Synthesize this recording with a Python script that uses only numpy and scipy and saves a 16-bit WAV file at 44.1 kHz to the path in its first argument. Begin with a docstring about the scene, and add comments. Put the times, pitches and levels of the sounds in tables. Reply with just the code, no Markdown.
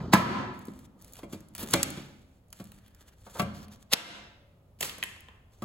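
"""A flat screwdriver pries hard body filler off a rusted steel wheel arch in a workshop, heard close.
The filler cracks and sets the panel ringing. The blade grinds, ticks and knocks, and more cracks follow;
a limiter ducks on the loudest, so the hall's echo swells back up behind them. Two faint far-off notes
ring, a broken-off piece shatters on the floor and a chip bounces on. One last scrape ends in a knock."""
import sys
import numpy as np
from scipy import signal
from scipy.fft import rfft, irfft, next_fast_len
from scipy.io import wavfile
from scipy.ndimage import uniform_filter1d, minimum_filter1d

SR = 44100
rng = np.random.default_rng(int(sys.argv[2]) if len(sys.argv) > 2 else 0)


def persist_wave(psi):
    """Save psi, clipped to +-1, as 16-bit WAV."""
    counts = np.round(np.clip(psi, -1, 1) * 32767).astype(np.int16)
    wavfile.write(sys.argv[1], SR, np.atleast_2d(counts).T)


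N = 248812
LEAD_S, HIT_S = 0.06, 0.5  # hit buffer: time before the peak, total length


# filler breaks: time_s, place, rise_ms, fall_ms, bass_db, middle_db, bright_db, top_db, room_db, ring_db
CRACKS = [(0.1343, "seam", 2.86, 8.1, -24.5, -6, -12, -22, -0.5, 3.5),
          (0.136, "seam", 0.15, 3.6, -5, -14, -12.5, -13, -8.5, -7),
          (0.1471, "seam", 2.18, 35, -29, -11.5, -16.5, -25, -3, -5),
          (1.7371, "lip", 0.027, 0.21, -50, -33.5, -27.5, -23, 0, -19.5),
          (1.7388, "lip", 3.7, 2, -30.5, -20.5, -19.5, -26.5, -2, 1),
          (1.8308, "lip", 0.083, 0.1, -47.5, -52, -30.5, -23.5, -6, -11),
          (1.831, "lip", 1.7, 3.4, -56.5, -50.5, -34.5, -31, 3, -10.5),
          (3.9326, "seam", 5.2, 2.3, -36.5, -22, -18, -24, 2.5, -36.5),
          (3.9345, "seam", 0.058, 0.15, -27, -22, -5.5, -9.5, -15.5, -44.5)]

def cracks():
    """The filler tears loose and sets the whole wheel arch ringing."""
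    out = np.zeros((3, N))
    for s, place, rise_ms, fall_ms, *band_db, room_db, ring_db in CRACKS:
        modes = panel_modes(place)
        add(out, s, blow(rise_ms, fall_ms, band_db, modes, ring_db, room_db, snap=0.2, spread_db=4))
    return out


# blade and handle bumps: time_s, place, rise_ms, fall_ms, bass_db, middle_db, bright_db, top_db, ring_db
KNOCKS = [(0.003, "seam", 10, 200, -30.5, -38.5, -45.5, -65, -6),
          (0.683, "lip", 0.13, 1.3, -37, -51, -57.5, -62, -5),
          (1.191, "edge", 3, 3, -64.5, -45.5, -51, -54, -10.5),
          (1.232, "lip", 0.3, 7, -54, -48, -57, -60.5, 10),
          (1.33, "lip", 5, 14, -40.5, -43, -45, -45.5, -0.5),
          (1.631, "lip", 17, 22, -38.5, -39.5, -58, -55.5, -5.5),
          (1.975, "lip", 37, 59, -42, -44, -41, -51.5, -2),
          (2.598, "edge", 0.36, 11, -43.5, -46, -51, -55, -2.5),
          (3.266, "edge", 0.92, 12, -60.5, -45, -57.5, -65.5, -0.5),
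          (3.356, "edge", 4, 70, -61, -33.5, -46.5, -54.5, -13),
          (3.396, "edge", 0.8, 7, -40, -28, -32.5, -39.5, 6.5),
          (3.419, "edge", 1.2, 9, -32.5, -43, -44, -44, -5),
          (5.621, "edge", 0.55, 16, -40.5, -38.5, -49, -50, 3)]

def knocks():
    """The screwdriver bumps the panel: the steel flexes and rings."""
    out = np.zeros((3, N))
    for s, place, rise_ms, fall_ms, *band_db, ring_db in KNOCKS:
        modes = panel_modes(place)
        hit = blow(rise_ms, fall_ms, band_db, modes, ring_db, room_db=-3.5, snap=0.19, spread_db=8.5)
        add(out, s, hit)
    return out


# steel arch modes: pitch_hz, t60_s, seam_db, lip_db, edge_db
PANEL_MODES = [(83.6, 0.5, -13, -15, -6.5), (117.8, 0.47, -7.5, -11.5, -2),
               (141.7, 0.46, -13.5, -6.5, -8.5), (182.4, 0.3, -2, -9, -2), (200.4, 0.21, 1, -1, 5),
               (218.3, 0.42, -1, -6.5, -6), (270, 0.054, -10, 12.5, -11.5), (330.1, 0.15, 0.5, 7, -2),
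               (372, 0.1, -12, 5, -17.5), (444, 0.14, -10, -2, -18.5), (555, 0.37, -17.5, -4, -7),
               (587, 0.13, -16.5, 0, -3), (650, 0.28, -7.5, -8.5, -6.5), (719, 0.15, -18.5, -9, 2.5),
               (878, 0.16, -3.5, -11.5, -15), (992.3, 0.087, 11, -5, -19.5), (1053, 0.12, 2.5, -8.5, -7.5),
               (1144, 0.14, -8.5, -8, 6), (1257, 0.079, 4, -12.5, -3.5), (1330, 0.15, 4.5, -18, 1),
               (1560, 0.15, -2, -20, -1.5), (1670, 0.087, 4, -24, -13), (1723, 0.11, 8, -17, -17),
               (1914, 0.022, 14.5, -14.5, -18), (2034, 0.18, -2.5, -7.5, -11.5), (2175, 0.07, -1.5, 1.5, 4),
               (2386, 0.18, 0.5, -6, -4.5), (2620, 0.062, 0, -18.5, -3.5), (2770, 0.091, -7.5, -5.5, -6),
               (3310, 0.089, -10, -2, -0.5)]

def panel_modes(place):
    """The place struck sets how strongly each mode rings."""
    column = ["seam", "lip", "edge"].index(place)
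    return [(hz, levels_db[column], t60_s) for hz, t60_s, *levels_db in PANEL_MODES]


# loose chip modes: pitch_hz, level_db, t60_s
CHIP_MODES = [(1053, 4, 0.041), (1807, 19.5, 0.012), (2106, 19.5, 0.0069), (2476, 15, 0.012),
              (2673, 6.5, 0.062), (3200, 20.5, 0.0055), (3040, 12, 0.019)]
# floor impacts: time_s, fall_ms, middle_db, bright_db, top_db, ring_db, room_db
LANDINGS = [(4.809, 1.9, -38.5, -37.5, -30.5, -5.5, 4), (4.828, 7.1, -35.5, -30, -32, -3.5, -1),
            (4.848, 33, -41.5, -33, -32.5, -11, 2), (4.895, 1.1, -82, -43, -46, 3, 1),
            (4.9836, 1.3, -48.5, -65, -49.5, -11, 2), (5.0274, 0.12, -45.5, -37.5, -44.5, 8.5, -1.5),
            (5.0369, 0.92, -47, -47, -35.5, 9, 4), (5.162, 1.5, -54.5, -66, -74, 7, -2),
            (5.2855, 2, -56, -76.5, -69, 18.5, 6)]

def falling_filler(bass_vs_middle_db=-10.5):
    """A piece shatters on the floor, its fragments spray out and one chip bounces on."""
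    out = np.zeros((3, N))
    for s, fall_ms, middle_db, bright_db, top_db, ring_db, room_db in LANDINGS:
        band_db = [middle_db + bass_vs_middle_db, middle_db, bright_db, top_db]
        rise_ms = 0.56 * fall_ms
        hit = blow(rise_ms, fall_ms, band_db, CHIP_MODES, ring_db, room_db, snap=0.26, spread_db=12)
        add(out, s, hit)
    return out


def blow(rise_ms, fall_ms, band_db, modes, ring_db, room_db, snap, spread_db, scatter_ms=24):
    """One hit on a body; rows: left, right, hall send."""
    ringing = undb(ring_db) * ring(modes, band_db)
    near = fracture(rise_ms, fall_ms, band_db, snap, spread_db) + ringing
    # sound from all sides of the body reaches the hall as a smooth puff
    far = fracture(rise_ms, fall_ms + scatter_ms, band_db, snap=0, spread_db=0) + ringing[1] / 2
    return np.vstack([near + wheel_well(near[1]), far * undb(room_db)])


# bass, middle, bright and top bands: low_hz, high_hz
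BANDS_HZ = [(100, 400), (400, 1500), (1500, 5000), (5000, 17000)]
# lingering in the filler, per band: ring_ms
BAND_RING_MS = [1.6, 4.9, 1.4, 0.18]

def fracture(rise_ms, fall_ms, band_db, snap, spread_db):
    """Micro-fractures multiply, end in one clean snap and die away."""
    ms = (np.arange(int(HIT_S * SR)) / SR - LEAD_S) * 1000
    crackle = grains(len(ms), spread_db)
    click = unit_hit(signal.unit_impulse(len(ms), int(LEAD_S * SR)))
    out = 0
    for edges_hz, db, ring_ms in zip(BANDS_HZ, band_db, BAND_RING_MS):
        envelope = np.exp(-np.abs(ms) / np.where(ms < 0, rise_ms, fall_ms + ring_ms)) + 1e-12
        burst = unit_hit(crackle * envelope) + snap * click
        out += undb(db) * unit_hit(butterworth(burst, 3, edges_hz, "band"))
    return out


def ring(modes, band_db, apart_hz=1600, waver_share=0.022):
    """A body's modes ring, each as hard as the blow is strong at its pitch."""
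    hz, db, t60_s = np.transpose(modes)
    t = np.maximum(np.arange(int(HIT_S * SR)) / SR - LEAD_S, 0)
    centres_hz = np.sqrt(np.prod(BANDS_HZ, axis=1))
    drive_db = at(list(zip(centres_hz, band_db)), hz)
    gains = undb(db + drive_db) * rng.choice([-1, 1], len(hz))
    # the contact shifts and chatters, so each mode wavers in pitch
    waver = waver_share * wander(t, per_s=110, count=len(hz)) * (t > 0)
    drift_s = np.cumsum(waver, axis=1) / SR
    angle = 2 * np.pi * hz[:, None] * (t + drift_s)
    # short waves from all over the surface meet the two microphone ports out of step
    phase = (hz / apart_hz * rng.standard_normal((2, len(hz))))[..., None]
    attack = np.minimum(t * hz[:, None], 1)
    decay = np.exp(-np.minimum(np.log(1000) * t / t60_s[:, None], 20))
    return gains @ (np.sin(angle + phase) * attack * decay)


# grinding spectrum: freq_hz, gain_db
GRIT_EQ = [(100, -22.5), (400, 7), (1000, 7.5), (2000, 6.5), (3500, 8.5), (7000, 7), (11000, 6), (16000, 4)]
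# strokes over the filler: start_s, length_s, midpoint_db, growth_db, rasp_hz
STROKES = [(0.537, 0.32, -60.5, -0.5, 7650), (0.99, 0.26, -58, 7, 8280), (1.299, 0.22, -66, -15.5, 7290),
           (1.557, 0.0094, -48, -3, 7910), (1.595, 0.067, -39, -9, 13300), (1.669, 0.094, -38, 18.5, 7500),
           (1.95, 0.44, -68.5, -14.5, 7210), (2.532, 0.26, -61, -10, 8100), (2.778, 0.36, -67.5, 4, 1580),
           (2.85, 0.032, -68.5, -2, 3185), (2.998, 0.018, -58.5, 14.5, 6950),
           (3.082, 0.0071, -57.5, -6.5, 7300), (3.17, 0.2, -58, 14, 7500), (3.348, 0.049, -52, 12, 7120),
           (3.398, 0.03, -42, -9.5, 12000), (3.547, 0.1, -51.5, 3, 5290), (3.723, 0.048, -56.5, -13, 5680),
           (3.798, 0.03, -59, 9.5, 7080), (5.526, 0.16, -63, -2.5, 6700)]
# panel rumble spectrum: freq_hz, gain_db
RUMBLE_EQ = [(25, -15), (55, 2), (120, -2.5), (200, 1), (320, -5.5), (600, -11.5), (1200, -15.5),
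             (3000, -62)]
# rumble from leaning on the panel: time_s, level_db
LEANING = [(0, -37), (0.55, -54), (0.9, -59), (1.3, -53), (1.5, -63.5), (1.85, -43), (2.2, -73.5),
           (3.2, -66.5), (3.5, -53.5), (3.87, -65.5), (5.6, -67.5)]

def scraping(slip_db=3.2, crumbs_per_s=90, crumb_db=-6, shank_hz=(1700, 3525), shank_db=-3.5,
             rasp_db=-5, stroke_rumble_db=-6):
    """The blade catches, slips and sheds crumbs; its shank resonates and the loaded panel rumbles."""
    t = np.arange(N) / SR
    slips = wander(t, per_s=55, count=1)[0]
    grinding = unit_rms(grains(N, spread_db=0.5) * undb(slip_db * slips))
    shed = unit_rms(grains(N, spread_db=4) * (rng.random(N) < crumbs_per_s / SR))
    grit = unit_rms(colour(grinding + undb(crumb_db) * shed, GRIT_EQ))
    shank = sum(signal.lfilter(*signal.iirpeak(hz, Q=14, fs=SR), grit) for hz in shank_hz)
    grit = unit_rms(grit + undb(shank_db) * shank)
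    rumble = unit_rms(colour(rng.standard_normal(N), RUMBLE_EQ))
    out, force = np.zeros((2, N))
    for *stroke, rasp_hz in STROKES:
        rasp = unit_rms(butterworth(grit, 1, [0.8 * rasp_hz, 1.25 * rasp_hz], "band"))
        push = pressure(t, *stroke)
        out += push * unit_rms(grit + undb(rasp_db) * rasp)
        force += push
    leaning = undb(np.interp(t, *np.transpose(LEANING)))
    return out + rumble * np.hypot(leaning, undb(stroke_rumble_db) * force)


def pressure(t, start_s, length_s, midpoint_db, growth_db, attack_s=0.0085, release_s=0.0065):
    """Blade load over one stroke: it bites, grows or eases, and lets go."""
    progress = np.clip((t - start_s) / length_s, 0, 1)
    early_s, late_s = np.maximum(start_s - t, 0), np.maximum(t - start_s - length_s, 0)
    gate = np.exp(-np.minimum(early_s / attack_s + late_s / release_s, 20))
    return undb(midpoint_db + growth_db * (progress - 0.5)) * gate


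# larger crumbs: time_s, bright_db, top_db
TICKS = [(0.592, -76, -54.5), (0.654, -68, -52.5), (0.671, -72, -58), (0.791, -64.5, -57.5),
         (1.003, -76, -82), (1.0175, -75.5, -57), (1.023, -76.5, -53), (1.046, -65.5, -52.5),
         (1.08, -75, -59.5), (1.108, -80, -69), (1.1242, -77, -55), (1.1353, -67, -46.5),
         (1.1555, -57, -56), (1.168, -57, -53), (1.406, -69, -56), (1.486, -86, -60), (1.536, -84, -73.5),
         (1.551, -48, -40), (1.581, -49, -41.5), (1.604, -63, -47.5), (1.63, -60, -41.5),
         (1.71, -65.5, -37.5), (1.721, -60.5, -42), (1.904, -75, -40), (2.484, -91, -71),
         (2.504, -80, -61.5), (2.528, -51.5, -44), (2.642, -69, -53.5), (2.719, -57.5, -53),
         (2.88, -72, -64), (2.948, -68, -59), (3.135, -77.5, -70), (3.635, -60, -65.5), (3.683, -62, -60.5),
         (5.206, -72, -55)]

def crumbs():
    """Crumbs snap under the blade, too light to move the panel."""
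    out = np.zeros(N)
    for s, bright_db, top_db in TICKS:
        band_db = [bright_db - 14, bright_db - 7, bright_db, top_db]
        add(out, s, fracture(rise_ms=0.28, fall_ms=0.4, band_db=band_db, snap=0.7, spread_db=17.5))
    return out


def wheel_well(x, level_db=-7, fade_s=0.0021, low_cut_hz=900):
    """Quick reflections inside the arch, different for every spot; long waves bend around it."""
    t = np.arange(2048) / SR
    early = butterworth(diffuse(len(t)) * np.exp(-t / fade_s) * t, 2, low_cut_hz, "high")
    early /= np.sqrt(np.sum(early ** 2) / 2)
    return undb(level_db) * signal.oaconvolve(x[None], early, axes=1)[:, :len(x)]


# hall decay: freq_hz, t60_s
HALL_T60 = [(80, 0.9), (250, 1.0), (600, 0.78), (1500, 0.78), (3000, 0.76), (6000, 0.66), (10000, 0.5),
            (16000, 0.42)]
# hall spectrum: freq_hz, gain_db
HALL_EQ = [(60, 0.5), (200, 2), (320, 0), (450, -4.5), (1000, 0.5), (2000, 2), (5000, -5), (9000, -7.5),
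           (16000, -15.5)]

def hall(x, build_s=0.00018, gain_db=-33):
    """The workshop's diffuse echo, dying soonest in the treble."""
    size = 65536
    hz, t, cells = signal.stft(diffuse(size), SR, nperseg=512)
    decay = np.exp(-np.log(1000) * t / at(HALL_T60, hz)[:, None])
    onset = 1 - np.exp(-np.arange(size) / SR / build_s)
    tail = signal.istft(cells * decay, SR)[1][:, :size] * onset
    return undb(gain_db) * signal.fftconvolve(x[None], colour(tail, HALL_EQ), axes=1)[:, :N]


def far_ring(start_s=4.35, notes_hz=(550, 586), level_db=-60, rise_s=0.04, t60_s=1.4):
    """Two close notes swell faintly somewhere in the workshop and die away."""
    t = np.maximum(np.arange(N) / SR - start_s, 0)
    envelope = (1 - np.exp(-t / rise_s)) * np.exp(-np.log(1000) * t / t60_s)
    return undb(level_db) * envelope * sum(np.sin(2 * np.pi * hz * t) for hz in notes_hz)


# room noise spectrum: freq_hz, gain_db
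AIR_EQ = [(15, -20), (25, -10), (53, -5), (92, -2), (123, -7), (200, -17), (330, -24), (575, -21),
          (1520, -37.5), (5430, -43.5), (11000, -45), (16000, -43.5)]

def room_air(level_db=-56):
    """Steady low noise from all around."""
    return undb(level_db) * unit_rms(colour(diffuse(N), AIR_EQ))


def diffuse(size, apart_hz=800, alike_hz=6000, top_likeness=0.85):
    """Stereo noise: alike at both ports in the bass and top octaves, unrelated between."""
    mid, side = rng.standard_normal((2, size))
    hz = np.fft.rfftfreq(size, 1 / SR)
    bass = 1 / (1 + (hz / apart_hz) ** 2) ** 2
    top = hz ** 4 / (hz ** 4 + alike_hz ** 4)
    likeness = np.minimum(bass + top_likeness * top, 1)
    mid = irfft(rfft(mid) * np.sqrt(1 + likeness), size)
    side = irfft(rfft(side) * np.sqrt(1 - likeness), size)
    return np.array([mid + side, mid - side]) / 2


def grains(size, spread_db):
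    """Dense micro-fractures of unequal strength."""
    return rng.standard_normal(size) * undb(spread_db * np.clip(rng.standard_normal(size), -2, 2))


def wander(t, per_s, count):
    """Rows of random values that glide to a new one per_s times a second."""
    step = t * per_s
    knots = rng.standard_normal((count, int(step[-1]) + 2))
    return np.array([np.interp(step, np.arange(len(row)), row) for row in knots])


def undb(db):
    """Decibels to gain."""
    return 10 ** (np.asarray(db) / 20)


def at(points, hz):
    """Read (freq_hz, value) points on a log-frequency axis."""
    freq_hz, value = np.transpose(points)
    return np.interp(np.log(np.maximum(hz, 1)), np.log(freq_hz), value)


def colour(x, points, size=4096):
    """Minimum-phase filter through (freq_hz, gain_db) points."""
    gain = undb(at(points, np.fft.rfftfreq(size, 1 / SR)))
    cepstrum = irfft(np.log(gain))
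    cepstrum[1:size // 2] *= 2
    cepstrum[size // 2 + 1:] = 0
    response = irfft(np.exp(rfft(cepstrum))).reshape((1,) * (x.ndim - 1) + (-1,))
    return signal.fftconvolve(x, response, axes=-1)[..., :x.shape[-1]]


def butterworth(x, order, hz, kind):
    """Causal filter with a flat passband."""
    return signal.sosfilt(signal.butter(order, hz, kind, fs=SR, output="sos"), x)


def unit_rms(x):
    """Scale a steady sound to rms 1."""
    return x / np.sqrt(np.mean(x ** 2))


def unit_hit(x, held_s=0.02):
    """Scale a short sound to the energy of rms 1 over held_s."""
    return x * np.sqrt(held_s * SR / np.sum(x ** 2))


def add(track, peak_s, sound):
    """Mix in a hit, starting LEAD_S before its peak."""
    start = int(round((peak_s - LEAD_S) * SR))
    lo, hi = max(start, 0), min(start + sound.shape[-1], N)
    track[..., lo:hi] += sound[..., lo - start:hi - start]


# left port against right: freq_hz, lead_rad
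PORT_PHASE = [(0, 0), (1500, -0.2), (2700, 1.3), (4200, 0.7), (5300, 2.7), (9200, -3.14), (13750, -9.42),
              (17000, -13.9)]

def ports(pair):
    """The microphone's two ports agree in the bass and turn out of step in the treble."""
    size = next_fast_len(N + SR // 10)
    lead_rad = np.interp(np.fft.rfftfreq(size, 1 / SR), *np.transpose(PORT_PHASE))
    left = irfft(rfft(pair[0], size) * np.exp(1j * lead_rad), size)[:N]
    return np.array([left, pair[1]])


# spectrum of cracks, knocks and landings: freq_hz, gain_db
IMPACT_EQ = [(40, 5), (110, 1.5), (200, 5), (330, -1), (480, -1.5), (1000, -4), (1800, -7), (3500, -1.5),
             (5000, 0), (7500, 4), (11000, 2.5), (16000, -3)]

def scene(blade_send_db=-5):
    """Impacts and the grinding blade, direct and reflected, over the workshop's background."""
    blade = crumbs() + scraping()
    impacts = colour(cracks() + knocks() + falling_filler(), IMPACT_EQ)
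    direct = impacts[:2] + blade
    send = impacts[2] + undb(blade_send_db) * blade
    background = far_ring() + room_air()
    return ports(direct + wheel_well(blade) + hall(send) + background)


def limiter(x, ceiling_db=-7, ahead_s=0.0025, hold_s=0.1, release_db_per_s=72):
    """Duck just ahead of each loud millisecond, hold, then let the gain climb back."""
    power = uniform_filter1d(np.mean(x ** 2, axis=0), SR // 1000)
    over_db = np.maximum(10 * np.log10(np.abs(power) + 1e-12) - ceiling_db, 0)
    ahead, hold = int(ahead_s * SR), int(hold_s * SR)
    held_db = -minimum_filter1d(-over_db, hold, origin=(hold - 1) // 2)
    climb_db = release_db_per_s * np.arange(N) / SR
    duck_db = np.maximum.accumulate(held_db + climb_db) - climb_db
    gain_db = minimum_filter1d(-duck_db, 2 * ahead + 1)
    return x * undb(uniform_filter1d(gain_db, ahead))


# microphone response: freq_hz, gain_db
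MIC_EQ = [(3000, -3.5), (5400, -7), (8000, -6.5), (11000, -4), (13000, -5.5), (15500, -5.5)]

def record(dry):
    """Microphone colour, limiter, soft clip of the spikes that slip through, top cut."""
    full_scale, top_hz = 0.92, 15900
    x = limiter(colour(dry, MIC_EQ))
    x = x / (1 + (x / full_scale) ** 4) ** 0.25
    return signal.sosfilt(signal.ellip(8, 0.2, 70, top_hz, fs=SR, output="sos"), x)


dry = scene()
out = record(dry)
persist_wave(out)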